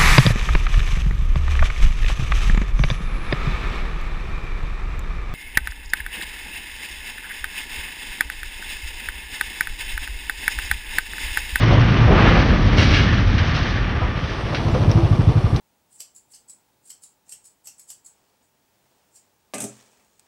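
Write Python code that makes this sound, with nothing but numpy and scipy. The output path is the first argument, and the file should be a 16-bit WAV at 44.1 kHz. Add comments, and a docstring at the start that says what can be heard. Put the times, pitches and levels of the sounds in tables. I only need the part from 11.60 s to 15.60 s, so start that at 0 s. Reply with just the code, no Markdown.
"""First comes the rumble and clatter of a slatted suspension bridge under the tyres, with wind buffeting
the microphone at the rider's seat of a coasting single-cylinder motorcycle. The deck's drone sinks as
the wheels slow, and something rasps past in short bursts. Off the bridge, on a dirt path, the engine's
separate thumps take over, each ringing the exhaust pipe, with a few knocks and stone clicks."""
import sys
import numpy as np
from scipy import signal
from scipy.fft import rfft, irfft
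from scipy.io import wavfile

SR = 44100
rng = np.random.default_rng(int(sys.argv[2]) if len(sys.argv) > 2 else 0)


def generate_wav(sig):
    """Save sig (samples, or channels by samples) to the path in sys.argv[1] as 16-bit PCM at SR."""
    pcm = np.round(np.clip(np.atleast_2d(sig).T, -1, 1) * 32767).astype(np.int16)
    wavfile.write(sys.argv[1], SR, pcm)


N = 176400
TIME = np.arange(N) / SR


def from_db(db):
    """Decibels to gain."""
    return 10 ** (np.asarray(db) / 20)


def rms_one(x):
    """Scale to rms 1."""
    return x / np.sqrt(np.mean(x ** 2) + 1e-20)


def in_time(rows, column=1):
    """One column of a curve, at every sample."""
    rows = np.array(rows)
    return np.interp(TIME, rows[:, 0], rows[:, column])


def drift(rate_hz):
    """A slow random wander; rms 1."""
    step, settle = 40, 2000
    pole = np.exp(-2 * np.pi * rate_hz * step / SR)
    slow = signal.lfilter([1], [1, -2 * pole, pole * pole], rng.standard_normal(N // step + settle + 2))
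    slow = rms_one(slow[settle:])
    return np.interp(np.arange(N) / step, np.arange(len(slow)), slow)


def coloured(x, spectrum):
    """Give x a spectrum that falls away beyond its ends; rms 1."""
    hz, db = np.transpose(spectrum)
    f = np.maximum(np.fft.rfftfreq(N, 1 / SR), 1)
    gain = from_db(np.interp(np.log(f), np.log(hz), db))
    skirts = 1 / np.sqrt((1 + (hz[0] / 2 / f) ** 4) * (1 + (f / hz[-1] / 2) ** 4))
    return rms_one(irfft(rfft(x) * gain * skirts, N))


def grains(per_s, spread_db):
    """Random tiny impacts of uneven size."""
    sizes = from_db(spread_db * np.minimum(rng.exponential(1, N), 4)) * rng.choice([-1, 1], N)
    return sizes * (rng.random(N) < per_s / SR)


def impulses(times, gains):
    """Single clicks at the given times."""
    out = np.zeros(N)
    np.add.at(out, np.clip(np.atleast_1d(times) * SR, 0, N - 1).astype(int), gains)
    return out


def ring(clicks, hz, t60):
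    """A unit click sets a sine of height 1 ringing."""
    r, w = from_db(-60 / (t60 * SR)), 2 * np.pi * hz / SR
    return signal.lfilter([0, np.sin(w)], [1, -2 * r * np.cos(w), r * r], clicks + 1e-18)


def resonate(x, modes):
    """Let x drive a set of modes; rms 1."""
    return rms_one(sum(from_db(db) * rms_one(ring(x, hz, t60)) for hz, db, t60 in modes))


def burst(start, attack, hold, decay):
    """Attack, hold and exponential release."""
    t = TIME - start
    return np.clip(t / attack, 0, 1) * np.exp(-np.maximum(t - attack - hold, 0) / decay)


def wavering(hz, width_hz):
    """A narrow band of noise round a pitch."""
    phase = 2 * np.pi * np.cumsum(hz * np.ones(N)) / SR
    return drift(width_hz) * np.cos(phase) + drift(width_hz) * np.sin(phase)


def whistles(rows, width_hz):
    """Short unsteady tones that swell and fade."""
    return sum(from_db(db) * np.sin(np.pi * np.clip((TIME - start) / length, 0, 1))
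               * wavering(hz, width_hz) for start, length, hz, db in rows)


# Thin high hiss. Each row: frequency in Hz, relative level in dB.
HISS_SPECTRUM = [(5000, -17.5), (7500, 0.5), (9000, 2), (11000, -4), (14500, -20.5)]
# Its rise. Each row: time in seconds, level in dB.
HISS_LEVEL = [(0, -95.5), (2.4, -74.5), (3.1, -60), (3.8, -60), (4, -57.5)]
# Chirps. Each row: start and length in seconds, pitch in Hz, level in dB.
CHIRPS = [(2.78, .06, 8500, -63), (3.1, .05, 7350, -58)]

def faint_treble():
    """A thin, faint high hiss rises late, with two faint high chirps."""
    hiss = coloured(rng.standard_normal(N), HISS_SPECTRUM) * from_db(in_time(HISS_LEVEL))
    return hiss + whistles(CHIRPS, width_hz=74)


# Squeals. Each row: start and length in seconds, pitch in Hz, level in dB.
SQUEALS = [(1.45, 0.091, 1793, -27), (2.03, 0.23, 1744, -35)]

def squeals():
    """Metal squeals briefly, out on the bridge."""
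    return whistles(SQUEALS, width_hz=85)


# Rumble of wind and deck. Each row: frequency in Hz, relative level in dB.
RUMBLE_SPECTRUM = [(20, -14.5), (40, 4), (70, -1), (130, -8), (200, -7.5), (300, -15), (500, -29),
                   (1000, -46)]
# Its course. Each row: time in seconds, level in dB.
RUMBLE_LEVEL = [(0, -18), (.4, -16), (.6, -14), (.9, -15), (1.3, -16.5), (1.7, -18.5), (2.05, -23),
                (2.6, -27.5), (2.9, -30.5), (3.2, -21), (4, -24)]
# The deck's drone. Each row: time in seconds, pitch in Hz, level in dB.
DECK_DRONE = [(0, 114.9, -17), (.4, 118.1, -18.5), (.8, 114.4, -29.5), (1.2, 90.7, -22.5),
              (1.75, 86.87, -21), (2.1, 88.85, -35.5), (2.42, 72, -28.5), (2.7, 68.6, -53)]

def wind_and_deck():
    """Wind buffets the microphone; the deck below rumbles and drones, lower as the wheels slow."""
    rumble = coloured(rng.standard_normal(N), RUMBLE_SPECTRUM) * from_db(in_time(RUMBLE_LEVEL))
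    hz = in_time(DECK_DRONE)
    drone = np.sin(2 * np.pi * np.cumsum(hz) / SR) + 0.69 * wavering(hz, width_hz=9.2)
    return rumble + rms_one(drone) * from_db(in_time(DECK_DRONE, column=2))


# Clatter of the slats. Each row: frequency in Hz, relative level in dB.
SLAT_SPECTRUM = [(120, 4.5), (260, 3), (500, -1.5), (850, -6), (1200, -8.5), (1700, -23.5), (3000, -29),
                 (6000, -61.5)]
# Its course over the bridge. Each row: time in seconds, level in dB.
SLAT_LEVEL = [(0, -28.5), (.13, -18.5), (.27, -29), (.44, -25), (.51, -16.5), (.6, -17.5), (.76, -18.5),
              (.85, -23), (.94, -24), (1.03, -28), (1.22, -23.5), (1.6, -33), (2.45, -32), (2.8, -57)]

def slats():
    """Loose slats knock in clumps right under the wheels."""
    clatter = coloured(grains(per_s=1200, spread_db=1.5), SLAT_SPECTRUM)
    return clatter * from_db(in_time(SLAT_LEVEL) + drift(24))


# Tyre crunch. 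Each row: frequency in Hz, relative level in dB.
TYRE_SPECTRUM = [(400, -1.5), (900, -0.5), (1250, 2.5), (1500, 3.5), (1800, 5), (2300, 0.5), (3000, -2),
                 (4000, -11.5), (5800, -22), (8000, -19), (14000, -59)]
# Its course. Each row: time in seconds, level in dB.
TYRE_LEVEL = [(0, -26), (.5, -26), (.61, -19.5), (.79, -21.5), (.85, -27), (.93, -26), (1, -28.5),
              (1.3, -24.5), (1.5, -25.5), (1.72, -30), (1.92, -27), (2.3, -31), (2.9, -36), (3.5, -46),
              (4, -42.5)]
# Fine treble crackle. Each row: frequency in Hz, relative level in dB.
CRACKLE_SPECTRUM = [(1500, -26.5), (3000, 5), (4000, 2), (5800, -4), (9000, -12.5), (14000, -30)]
# Its course. Each row: time in seconds, level in dB.
CRACKLE_LEVEL = [(0, -36.5), (.55, -41), (.75, -32.5), (1, -40), (1.3, -31.5), (1.7, -40.5), (1.85, -36.5),
                 (2.12, -37), (2.27, -51), (2.52, -59), (2.6, -42), (3, -46), (4, -64)]

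def tyres():
    """Down at ground level, the rolling tyres crunch and crackle with thousands of tiny impacts."""
    crunch = coloured(grains(per_s=5000, spread_db=0.5), TYRE_SPECTRUM)
    crunch *= from_db(in_time(TYRE_LEVEL) + drift(21))
    crackle = coloured(grains(per_s=3500, spread_db=-1), CRACKLE_SPECTRUM)
    crackle *= from_db(in_time(CRACKLE_LEVEL) + 1.9 * drift(25))
    return crunch + crackle


# Scrapes. Each row: start in seconds, level in dB, attack, hold and decay in seconds, top edge in Hz.
RASPS = [(1.168, -21, 0.015, 0.051, 0.046, 9000), (1.302, -21.5, 0.039, 0.028, 0.06, 6500),
         (1.781, -23.5, 0.00092, 0.0025, 0.017, 4940), (2.946, -22.5, .001, 0.0033, 0.01, 6000),
         (2.962, -31, .002, .004, 0.027, 4970)]
# Their colour. Each row: frequency in Hz, relative level in dB.
RASP_SPECTRUM = [(700, -20), (1400, -1), (2100, 3), (3200, 1.5), (4300, -1), (5800, -8.5), (9000, -3),
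                 (14000, -44)]
# The scraped metal. Each row: mode in Hz, relative level in dB, t60 in seconds.
RASP_MODES = [(1725, 2.5, .03), (2294, 4.5, 0.039), (2896, 3, 0.071), (3350, -1, 0.02), (4070, -6, 0.044),
              (5760, -5, 0.087)]

def rasps():
    """Short scrapes pass the seat: dense grains ring metal, each burst with its own brightness."""
    scrape = coloured(grains(per_s=9000, spread_db=-0.5), RASP_SPECTRUM)
    scrape += from_db(-5) * resonate(scrape, RASP_MODES)
    out = np.zeros(N)
    for start, db, attack, hold, decay, top_hz in RASPS:
        dulled = signal.sosfilt(signal.butter(2, top_hz, fs=SR, output="sos"), scrape)
        out += from_db(db) * burst(start, attack, hold, decay) * dulled
    return out


# Knocks of wheels and frame. Each row: start in seconds, level in dB, main pitch in Hz, t60 in seconds.
KNOCKS = [(.125, -17, 573, 0.056), (.353, -20.5, 1100, .04), (.483, -18, 580, 0.045),
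          (.508, -17.5, 400, 0.084), (.577, -14, 1215, 0.046), (.765, -18, 586, 0.038),
          (2.418, -17, 75.5, 0.13), (2.927, -26.5, 567, 0.1), (2.944, -25, 634, 0.038),
          (3.148, -20, 524, 0.096), (3.378, -18, 335, 0.21)]
# The rattling frame. Each row: mode in Hz, level against the knock in dB, t60 in seconds.
FRAME_MODES = [(510, -15.5, 0.12), (716, -9.5, 0.08), (761, -12, .08), (983, -16, 0.13),
               (1244, -12.5, 0.046)]

def knocks():
    """Each bump strikes, bounces once, rings its own note and shakes the frame under the rider."""
    bounce_s, bounce_db = 0.012, -0.5
    out = np.zeros(N)
    for start, db, hz, t60 in KNOCKS:
        hit = impulses([start, start + bounce_s], from_db([db, db + bounce_db]))
        out += ring(hit, hz, t60)
        for mode_hz, mode_db, mode_t60 in FRAME_MODES:
            out += ring(hit * from_db(mode_db + rng.normal(0, 4)), mode_hz, mode_t60)
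    return out


# Stone strikes. Each row: start in seconds, level in dB, pitch in Hz, t60 in seconds.
STONES = [(3.315, -22.5, 5500, 0.011), (3.962, -21.5, 3900, 0.0056)]

def stones():
    """On the dirt path, stones hit metal with a crack and a short ping."""
    out = np.zeros(N)
    for start, db, hz, t60 in STONES:
        crack = rng.standard_normal(N) * burst(start, attack=1 / SR, hold=0, decay=0.0065)
        out += crack * from_db(db - 1) + ring(impulses(start, from_db(db)), hz, t60)
    return out


# Gas noise and valve clatter. Each row: frequency in Hz, relative level in dB.
GAS_SPECTRUM = [(200, -4.5), (330, -2.5), (480, -6.5), (700, -8), (1150, -13.5), (1500, -22), (2800, -24.5),
                (4500, -30), (6000, -32), (12000, -37)]
# Their course. Each row: time in seconds, level in dB.
GAS_LEVEL = [(0, -34), (2.2, -39), (2.9, -29), (3.15, -24.5), (3.45, -27), (3.7, -28.5), (4, -30.5)]
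# Valve gear rattle. Each row: frequency in Hz, relative level in dB.
VALVE_SPECTRUM = [(500, -10), (1200, 5), (2000, -7.5), (3200, -10), (6000, -22)]
# Ringing engine metal. Each row: mode in Hz, relative level in dB, t60 in seconds.
METAL_MODES = [(988, -6.5, 0.13), (1159, 6, .1), (1197.6, 4.5, 0.11), (2380, 0, 0.22), (2860, -7, 0.19),
               (3460, -3.5, 0.058), (4270, -9.5, 0.086), (4640, -15, 0.11), (5500, -9.5, 0.11)]
# Its course. Each row: time in seconds, level in dB.
METAL_LEVEL = [(0, -36), (.7, -34), (1.4, -41.5), (2.4, -39), (3.2, -44.5), (4, -40.5)]

def engine_clatter(cycle, firings_per_s):
    """Close below the seat the valve gear rattles once a cycle; gas noise and metal swell in step."""
    tick_delay_s, tick_decay_s = 0.018, 0.017
    since_tick = (cycle / firings_per_s - tick_delay_s) % (1 / firings_per_s)
    tick = np.exp(-since_tick / tick_decay_s)
    swell = from_db(np.cos(2 * np.pi * (cycle - 0.5)) + 0.5 * tick)
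    gas = coloured(swell * grains(per_s=2500, spread_db=1), GAS_SPECTRUM)
    metal = resonate(swell * rng.standard_normal(N), METAL_MODES)
    rattle = coloured(tick * grains(per_s=3000, spread_db=2.5), VALVE_SPECTRUM) * from_db(-42)
    return gas * from_db(in_time(GAS_LEVEL)) + metal * from_db(in_time(METAL_LEVEL)) + rattle


# Strength of the firings. Each row: time in seconds, level in dB.
ENGINE_LOAD = [(0, -9), (.6, -9), (.85, -12), (1.4, -10), (1.75, -12.5), (2.1, -16), (2.92, -17.5),
               (3.05, -12), (3.13, -8.5), (3.35, -4.5), (3.7, -4.5), (4, -7.5)]
# Thumps cut short by a weak second pulse. Each entry: time in seconds.
WEAK_FIRINGS_S = [3.59, 3.84]
# The exhaust pipe. Each row: mode in Hz, level against the pulse in dB, t60 in seconds.
PIPE_MODES = [(296, -17, 0.11), (474, -29.5, 0.043)]

def exhaust_thumps(firings):
    """Each firing is a deep puff and two pulses that ring the pipe as the valve opens and shuts."""
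    attack_s, valve_open_s, pitch_spread = 0.009, 0.01812, 0.043
    start_hz, end_hz, sink_s, shut_hz = 195.5, 76.7, 0.0072, 125.5
    load_db = np.interp(firings, *np.transpose(ENGINE_LOAD))
    open_gains = from_db(load_db + rng.normal(0, 1.04, len(firings)))
    weak = np.abs(firings[:, None] - WEAK_FIRINGS_S).min(axis=1) < valve_open_s
    shuts, shut_gains = firings + valve_open_s, open_gains * from_db(-3.5 - 7.5 * weak)
    t = np.arange(SR // 8) / SR
    sinking = 2 * np.pi * np.cumsum(end_hz + (start_hz - end_hz) * np.exp(-t / sink_s)) / SR
    steady = 2 * np.pi * shut_hz * t
    shape = (t / attack_s * np.exp(1 - t / attack_s)) ** 2
    pulses, kicks = np.zeros(N + SR), np.zeros(N)
    for starts, gains, phase in (firings, open_gains, sinking), (shuts, shut_gains, steady):
        for first, gain in zip((starts * SR).astype(int), gains):
            pulses[first:first + len(t)] += gain * shape * np.sin(phase * rng.normal(1, pitch_spread))
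        kicks += impulses(starts + attack_s, gains)
    pipe = sum(ring(kicks * from_db(db), hz, t60) for hz, db, t60 in PIPE_MODES)
    puffs = ring(impulses(firings + attack_s, from_db(-16)), hz=52.3, t60=0.088)  # alike at any load
    return pulses[:N] + pipe + puffs


# Engine speed. Each row: time in seconds, firings per second.
ENGINE_SPEED = [(0, 18.2), (.65, 18.2), (.85, 15.4), (1.3, 14.65), (2.2, 14.55), (2.9, 14.05), (3.3, 13.05),
                (4, 11.25)]

def engine():
    """The single cylinder, close to the microphone, slows down, thumping once a cycle."""
    firings_per_s = in_time(ENGINE_SPEED)
    cycle = np.cumsum(firings_per_s) / SR
    cycle -= np.interp(3.428, TIME, cycle)  # one firing falls at this time, in seconds
    firings = np.interp(np.arange(np.ceil(cycle[0]), cycle[-1]), cycle, TIME)
    return engine_clatter(cycle, firings_per_s) + exhaust_thumps(firings)


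def scene():
    """The bike and the ground under it, in mono from the rider's seat."""
    return (engine() + wind_and_deck() + slats() + tyres() + rasps() + knocks() + stones() + squeals())[None]


def record(dry):
    """The microphone loses deep bass, rounds peaks and dulls the treble; faint hiss and chirps join."""
    bass_edge_hz, ceiling, treble_edge_hz, treble_leak_db, cutoff_hz = 30, 0.9, 6125, -23.5, 15500
    trimmed = signal.sosfilt(signal.butter(2, bass_edge_hz, "high", fs=SR, output="sos"), dry)
    rounded = trimmed / (1 + (trimmed / ceiling) ** 8) ** (1 / 8)
    f = np.fft.rfftfreq(N, 1 / SR)
    shelf = np.sqrt(1 / (1 + (f / treble_edge_hz) ** 36) + from_db(treble_leak_db) ** 2)
    dulled = irfft(rfft(rounded) * shelf, N)
    return signal.sosfilt(signal.cheby2(12, 70, cutoff_hz, fs=SR, output="sos"), dulled + faint_treble())


dry = scene()
out = record(dry)
generate_wav(out)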